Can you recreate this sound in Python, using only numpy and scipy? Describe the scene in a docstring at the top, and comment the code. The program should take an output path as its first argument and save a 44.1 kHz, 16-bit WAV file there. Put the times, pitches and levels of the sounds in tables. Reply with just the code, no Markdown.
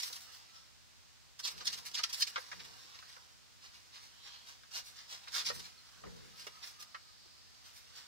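"""On the floor of a small wooden hutch, outdoors, quail scratch and shuffle in wood shavings.
Strokes and shuffles are swelling swarms of random snaps in octave bands; soft rustles fill in between.
Knocks are short noise bursts coloured as boards; the frame rumbles and faint thin tones come and go.
Dense echoes and box resonances colour the moves and knocks, over a quiet garden hiss in shaped noise.
The microphone pair widens the bass."""
import sys
import numpy as np
from scipy import signal
from scipy.fft import rfft, irfft
from scipy.io import wavfile

SR = 44100
rng = np.random.default_rng(int(sys.argv[2]) if len(sys.argv) > 2 else 0)


def digitize_waveform(pressure):
    """Quantize a signal to 16-bit integers and store it at the path in sys.argv[1].

    Rows of a 2-D input are taken as channels; values are limited to [-1, 1].
    """
    field = np.atleast_2d(pressure).T
    bounded = np.clip(field, -1, 1)
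    quanta = np.round(bounded * 32767).astype(np.int16)
    wavfile.write(sys.argv[1], SR, quanta)


N = 356151
FREQ = np.fft.rfftfreq(N, 1 / SR)
BIRDS_PAN_DB = -1.5  # left minus right

# relative spectrum of snapping flakes: frequency_hz, density_db
FLAKE_SPECTRUM = [(100, -35), (300, -24), (600, -23), (1000, -10.5), (2400, -9), (3400, -6), (4600, -1.5),
                  (5600, -3), (7000, -12.5), (9500, -19), (14500, -25)]


def undb(db):
    """Logarithmic level: decibels become an amplitude ratio."""
    return 10 ** (np.asarray(db) / 20)


def centred_time(size):
    """Time axis in seconds with its zero in the middle of the block."""
    return (np.arange(size) - size / 2) / SR


def spectrum(points, hz):
    """Spectral envelope: dB points joined by straight lines on a log-frequency axis."""
    at_hz, db = np.transpose(points)
    return undb(np.interp(np.log(hz + 1), np.log(at_hz), db))


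def colour(x, points, low_db=0, high_db=0, low_hz=2000, high_hz=7500):
    """Linear filtering: white sound takes a spectrum at equal power, then low and high shelves."""
    hz = np.fft.rfftfreq(x.shape[-1], 1 / SR)
    gain = spectrum(points, hz)
    gain = gain / np.sqrt(np.mean(gain ** 2))
    low_shelf = low_db / (1 + (hz / low_hz) ** 4)
    high_shelf = high_db * (1 - 1 / (1 + (hz / high_hz) ** 4))
    return irfft(rfft(x) * gain * undb(low_shelf + high_shelf), x.shape[-1])


def swell(t, rise, fall, rise_shape=1.95, fall_shape=1.2):
    """Amplitude envelope: stretched exponentials rise to a peak at t = 0 and fall from it."""
    before = np.abs(t / rise) ** rise_shape
    after = np.abs(t / fall) ** fall_shape
    return np.exp(-np.where(t < 0, before, after))


def crackle(size, rate, spread_db):
    """Shot noise: random snaps, rate per second, of randomly spread sizes and unit total power."""
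    snaps = rng.standard_normal(size) * (rng.random(size) < rate / SR)
    boost = np.minimum(rng.exponential(size=size), np.pi)
    snaps = snaps * undb(spread_db * boost)
    return snaps / np.sqrt(np.mean(snaps ** 2) + 1e-18)


def add(out, x, start, pan_db):
    """Superposition: a stereo sound joins the mix at its start, panned by level difference."""
    i = int(round(start * SR))
    a, b = max(i, 0), min(i + x.shape[1], N)
    out[:, a:b] += undb([[pan_db / 2], [-pan_db / 2]]) * x[:, a - i:b - i]


def convolve(x, response):
    """Convolution with an impulse response, kept at the sound's own length."""
    return signal.fftconvolve(np.atleast_2d(x), response, axes=1)[:, :x.shape[-1]]


def reflect(x, t60=0.062, direct_db=1.5, late_db=-22, late_t60=0.35, lag_s=.00045, size=6000):
    """Reverberation of close walls: direct sound and a fresh pattern of dense echoes at each port."""
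    t = np.arange(size) / SR
    decay = undb(-60 * t / t60) + undb(late_db - 60 * t / late_t60)
    response = rng.standard_normal((2, size)) * decay
    response /= np.sqrt(np.sum(response ** 2, axis=1, keepdims=True))
    # the direct sound reaches the left port later, by 0.5 to 1.5 times lag_s
    left_lag = int(lag_s * SR * (.5 + rng.random()))
    response[0, left_lag] += undb(direct_db)
    response[1, 0] += undb(direct_db)
    return convolve(x, response / np.sqrt(1 + undb(direct_db) ** 2))


def garden(level_db=-61.5, pan_db=-1.0):
    """Broadband noise: a smooth distant outdoor hiss with a little low rumble."""
    # relative spectrum: frequency_hz, density_db
    hiss_spectrum = [(20, -25), (50, 3.5), (90, 4.5), (160, -3.5), (400, -13), (1000, -12), (2200, -12),
                     (4800, -9), (7500, -14.5), (11000, -26), (15000, -25)]
    levels_db = level_db + np.array([[pan_db], [-pan_db]]) / 2
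    return undb(levels_db) * colour(rng.standard_normal((2, N)), hiss_spectrum)


def tones(size=32768):
    """Narrowband noise: random phases close to a gliding pitch make faint tones that swell and fade."""
    # faint thin tones and distant twitter: peak_s, pitch_hz, level_db, half_length_s, width_hz, glide_hz_per_s
    tone_events = [(.575, 1324, -66.5, 0.072, 20, 0), (.584, 5500, -67, 0.084, 50, 0),
                   (4.329, 3220, -60.5, 0.16, 180, 392), (4.33, 4160, -60, 0.14, 190, 1494),
                   (5.795, 4230, -60, .02, 70, -5000), (6.373, 1287, -65, .04, 20, 5),
                   (6.577, 1280, -63.5, 0.049, 29, 0), (6.824, 1220, -66, 0.082, 27, 0),
                   (7.1, 1240, -69.5, .05, 29, 0), (7.253, 4700, -63.5, 0.75, 680, 7)]
    out, t = np.zeros((2, N)), centred_time(size)
    for s, hz, db, half, width, glide in tone_events:
        spread = np.exp(-(np.fft.fftfreq(size, 1 / SR) / width) ** 2 / 2)
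        flutter = np.fft.ifft(spread * np.exp(2j * np.pi * rng.random((2, size))))
        carrier = np.exp(2j * np.pi * (hz + glide * t / 2) * t)
        tone = np.real(flutter * carrier)
        add(out, undb(db) * swell(t, half, half) * tone / tone.std(), s + t[0], pan_db=-1.0)
    return out


def shuddering():
    """Structure-borne sound: the timber frame rumbles softly when weight shifts on it."""
    # shudders of the frame: peak_s, level_db, swell_s, fade_s
    shudders = [(1.57, -59, .041, .049), (1.72, -62, 0.11, 0.29), (2.61, -60, 0.08, 0.15),
                (5.57, -54, 0.12, 0.088), (6.055, -49.5, 0.012, 0.037), (6.16, -55, 0.15, 0.19)]
    # relative spectrum: frequency_hz, density_db
    frame_spectrum = [(25, -17), (55, 1.5), (90, -2.5), (170, 1.5), (280, -12), (400, -11), (480, -6),
                      (600, -21), (1500, -25), (4000, -70)]
    t = np.arange(N) / SR
    level = sum(undb(db) * swell(t - s, rise, fall) for s, db, rise, fall in shudders)
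    return level * colour(rng.standard_normal((2, N)), frame_spectrum)


def knocking(size=16384, contact_s=0.0037, bite_s=0.00052, pan_db=-0.5):
    """Impact excitation: brief rough contact; a small board rings higher, thick bedding dulls the blow."""
    # knocks on the boards: start_s, level_db, low_cut_hz, high_cut_hz
    knocks = [(.1, -53, 380, 1400), (1.609, -49, 402, 1280), (1.991, -38.5, 840, 3000),
              (2.038, -38.5, 1220, 4040), (2.358, -30.5, 856, 3100), (2.378, -39, 400, 3260),
              (2.515, -40.5, 800, 5000), (2.528, -46, 600, 2800), (2.845, -68, 300, 503),
              (3.025, -52, 710, 2000), (3.164, -51.5, 600, 2000), (4.634, -55.5, 740, 3980),
              (5.273, -47, 840, 3180), (5.5, -35.5, 476, 1880), (6.037, -47.5, 490, 1310),
              (6.065, -49, 383, 850), (6.468, -42, 376, 3600), (6.945, -40, 1160, 1530),
              (7.256, -65.5, 300, 705)]
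    # relative spectrum of a blow: frequency_hz, density_db
    board_spectrum = [(100, 0), (400, 5), (520, 1.5), (780, -2), (1250, 6), (1900, 3), (2800, -2.5),
                      (5500, 2.5), (8000, -9.5), (15000, -21)]
    out, t = np.zeros((2, N)), centred_time(size)
    age = np.maximum(t, 0)
    contact = (1 - np.exp(-age / bite_s)) * np.exp(-age / contact_s / 2)
    for s, db, low_hz, dull_hz in knocks:
        knock = colour(rng.standard_normal(size) * contact, board_spectrum)
        knock = signal.sosfilt(signal.butter(4, low_hz, "high", fs=SR, output="sos"), knock)
        knock = signal.sosfilt(signal.butter(2, dull_hz, fs=SR, output="sos"), knock)
        knock = reflect(knock)
        # unit power over twice the contact time
        knock /= np.sqrt(np.sum(knock ** 2) / 2 / (2 * contact_s * SR))
        add(out, undb(db) * knock, s + t[0], pan_db)
    return out


def stirring(count=80, size=12288, trim_db=-2.5):
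    """Overlapping grains: soft rustles as the birds shift their weight, each from another spot."""
    # level curve of the light stirring, before the trim: time_s, level_db
    stir_curve = [(0, -61), (.3, -57), (.8, -71.5), (1.4, -75), (1.56, -56), (1.83, -57.5), (2.35, -55.5),
                  (2.75, -56), (3.1, -58), (3.4, -69), (4.35, -61), (4.66, -66), (5.5, -55.5),
                  (5.75, -63.5), (5.88, -61), (6.6, -59), (7.2, -69.5), (8.08, -59)]
    step = N / SR / count
    out, t = np.zeros((2, N)), centred_time(size)
    window = np.cos(np.pi / 2 * np.clip(t / step, -1, 1))
    for s in step * np.arange(count + 1):
        level_db = trim_db + np.interp(s + t, *np.transpose(stir_curve))
        snaps = crackle(size, rate=6000, spread_db=1.8) * window * undb(level_db)
        rustle = colour(snaps, FLAKE_SPECTRUM, low_db=8.5, high_db=4.5)
        add(out, reflect(rustle), s + t[0], BIRDS_PAN_DB)
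    return out


def footwork(t, rise, fall, settle_db=-28, settle_s=0.027):
    """Force envelope: a push swells and fades; thrown flakes patter back on a faint exponential tail."""
    push = swell(t, rise, fall)
    settling = undb(settle_db) * swell(t, rise, settle_s, fall_shape=1)
    return np.hypot(push, settling)


def swarm(t, rise, fall, dig=0.083, rate=3500, spread_db=0.5, shared=0.61, count=6):
    """Shot noise in octave bands: the claw skims fine flakes first and reaches coarse ones later."""
    octave = np.log2((np.fft.rfftfreq(len(t), 1 / SR) + 1) / 4500)
    centres = np.arange(count) - count + 2  # octaves from 4500 Hz
    together, out = crackle(len(t), rate, spread_db), 0
    for centre, member in zip(centres, np.eye(count)):
        own = crackle(len(t), rate / 2, spread_db)
        snaps = np.sqrt(shared) * together + np.sqrt(1 - shared) * own
        lead = dig * min(rise, fall) * max(centre, -2)
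        band = np.interp(octave, centres, member)
        # the exponent keeps power about constant where partly shared bands overlap
        out = out + rfft(snaps * footwork(t + lead, rise, fall)) * band ** ((1 + shared) / 2)
    return irfft(out, len(t))


def flakes(t, rise, fall, weight_db, crisp_db):
    """Source and room: one foot's swarm of snapping flakes, filtered and heard in the box."""
    snaps = swarm(t, rise, fall)
    return reflect(colour(snaps, FLAKE_SPECTRUM, weight_db, crisp_db, low_hz=2170, high_hz=7600))


def shuffling(size=16384, swell_s=.03, fade_s=0.041, weight_db=3.5):
    """Slow friction: pushes through the shavings, all of one shape and fullness."""
    # slow shuffles through the bedding: peak_s, level_db, crispness_db
    shuffles = [(0.224, -58, 17), (.346, -57, 12), (.567, -58.5, 0), (2.41, -57, 10), (3.13, -59, 4),
                (3.652, -55, 0), (3.755, -57, 1), (3.959, -52, -2.5), (4.041, -56.5, 6), (4.268, -49.5, -7),
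                (4.345, -54.5, -11), (4.492, -52.5, 4), (4.875, -55, 11.5), (4.988, -51, -2),
                (5.125, -46, 2), (5.364, -35, 2.5), (5.556, -51.5, 15), (5.654, -50.5, 2), (6.4, -51.5, 7),
                (6.675, -53, 11), (7.67, -58.5, 9), (7.769, -60.5, 17), (7.98, -52, 5)]
    out, t = np.zeros((2, N)), centred_time(size)
    for s, db, crisp_db in shuffles:
        shuffle = flakes(t, swell_s, fade_s, weight_db, crisp_db)
        add(out, undb(db) * shuffle, s + t[0], BIRDS_PAN_DB)
    return out


def scratching(size=16384, swell_share=0.48):
    """Force-dependent spectrum: harder claw strokes flick the flakes and sound thinner."""
    # quick foot strokes: peak_s, level_db, length_s, crispness_db
    strokes = [(.003, -36.5, 0.014, 5), (0.033, -37.5, 0.026, 7.5), (0.07, -47.5, 0.071, 16),
               (0.131, -40.5, 0.0092, 10), (0.161, -49.5, 0.044, 13.5), (1.398, -43, 0.014, 7),
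               (1.454, -35.5, 0.037, 0), (1.48, -38, 0.038, 0.5), (1.516, -51.5, 0.024, 15),
               (1.582, -52, .018, 8), (1.613, -47.5, 0.032, -3), (1.66, -42.5, 0.02, 8.5),
               (1.676, -26, 0.014, -6), (1.706, -44, 0.018, 4), (1.735, -39.5, 0.028, 5),
               (1.783, -48.5, 0.041, 8.5), (1.869, -44, 0.031, 10), (1.916, -53, 0.011, 12),
               (1.951, -33, 0.02, -1), (1.98, -37.5, 0.036, -9), (1.993, -37.5, 0.032, -5.5),
               (2.04, -20, 0.0083, -9), (2.102, -45.5, 0.018, 7), (2.139, -34, 0.022, 5.5),
               (2.181, -47.5, 0.034, 14), (2.209, -39, 0.027, 14), (2.225, -23.5, 0.013, -5),
               (2.275, -39.5, 0.016, 1), (2.296, -49.5, 0.03, 10), (2.604, -46.5, 0.021, -12),
               (2.651, -52, 0.021, 3), (2.953, -55, 0.02, -6), (2.991, -51.5, .013, -13),
               (3.097, -54.5, 0.015, 1), (4.717, -51.5, .011, 3), (4.76, -40.5, 0.058, 0.5),
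               (4.782, -42, 0.034, 3.5), (5.242, -59, 0.018, 0), (5.285, -44.5, 0.0092, -8),
               (5.392, -34.5, 0.041, -3.5), (5.47, -32, 0.034, -3), (5.493, -38, 0.031, -1),
               (5.6, -43, 0.014, 1.5), (6.447, -57, 0.012, 10), (6.472, -53.5, .014, 17),
               (6.639, -46, 0.029, -2.5), (6.807, -47, 0.018, 8.5), (6.827, -47, 0.013, 10.5)]
    medium_db, medium_weight_db, thinning_db_per_db = -40.5, -1, 0.64
    out, t = np.zeros((2, N)), centred_time(size)
    for s, db, length, crisp_db in strokes:
        weight_db = medium_weight_db - thinning_db_per_db * (db - medium_db)
        rise, fall = swell_share * length, (1 - swell_share) * length
        stroke = flakes(t, rise, fall, weight_db, crisp_db)
        add(out, undb(db) * stroke, s + t[0], BIRDS_PAN_DB)
    return out


def hutch(x):
    """Modal resonance: the wooden box lifts or weakens narrow bands of the moves and knocks inside."""
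    # resonances of the box: frequency_hz, width_hz, lift_db
    modes = [(512.5, 57, 7), (731, 39, 7), (957, 30, 4.5), (1210, 31, 1), (1440, 15, -16.5), (1830, 51, 1),
             (2853, 54, 5), (3716, 90, 2.5), (4210, 160, 1.5), (5150, 130, -1.5), (5126, 170, 4),
             (5620, 48, 0)]
    body = 1 + sum((undb(db) - 1) / (1 + 2j * (FREQ - hz) / width) for hz, width, db in modes)
    return irfft(rfft(x) * body, N)


def scene():
    """Superposition of everything in the hutch, over the garden."""
    background = garden() + tones() + shuddering()
    inside = knocking() + stirring() + shuffling() + scratching()
    return background + hutch(inside)


def record(dry, top_hz=15700):
    """Mid-side stereo: the microphone pair stresses port differences in the bass; the top is cut."""
    # width of the pair: frequency_hz, side_minus_mid_db
    width_curve = [(60, 13.5), (180, 10.5), (380, 5), (800, 2), (1400, -1.5), (2400, -2.5), (4400, 0),
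                   (8000, 0)]
    ratio = spectrum(width_curve, FREQ)
    norm = np.sqrt(2 / (1 + ratio ** 2))
    mid = irfft(rfft(dry[0] + dry[1]) / 2 * norm, N)
    side = irfft(rfft(dry[0] - dry[1]) / 2 * norm * ratio, N)
    low_pass = signal.ellip(10, .2, 70, top_hz, fs=SR, output="sos")
    return signal.sosfilt(low_pass, np.array([mid + side, mid - side]))


dry = scene()
out = record(dry)
digitize_waveform(out)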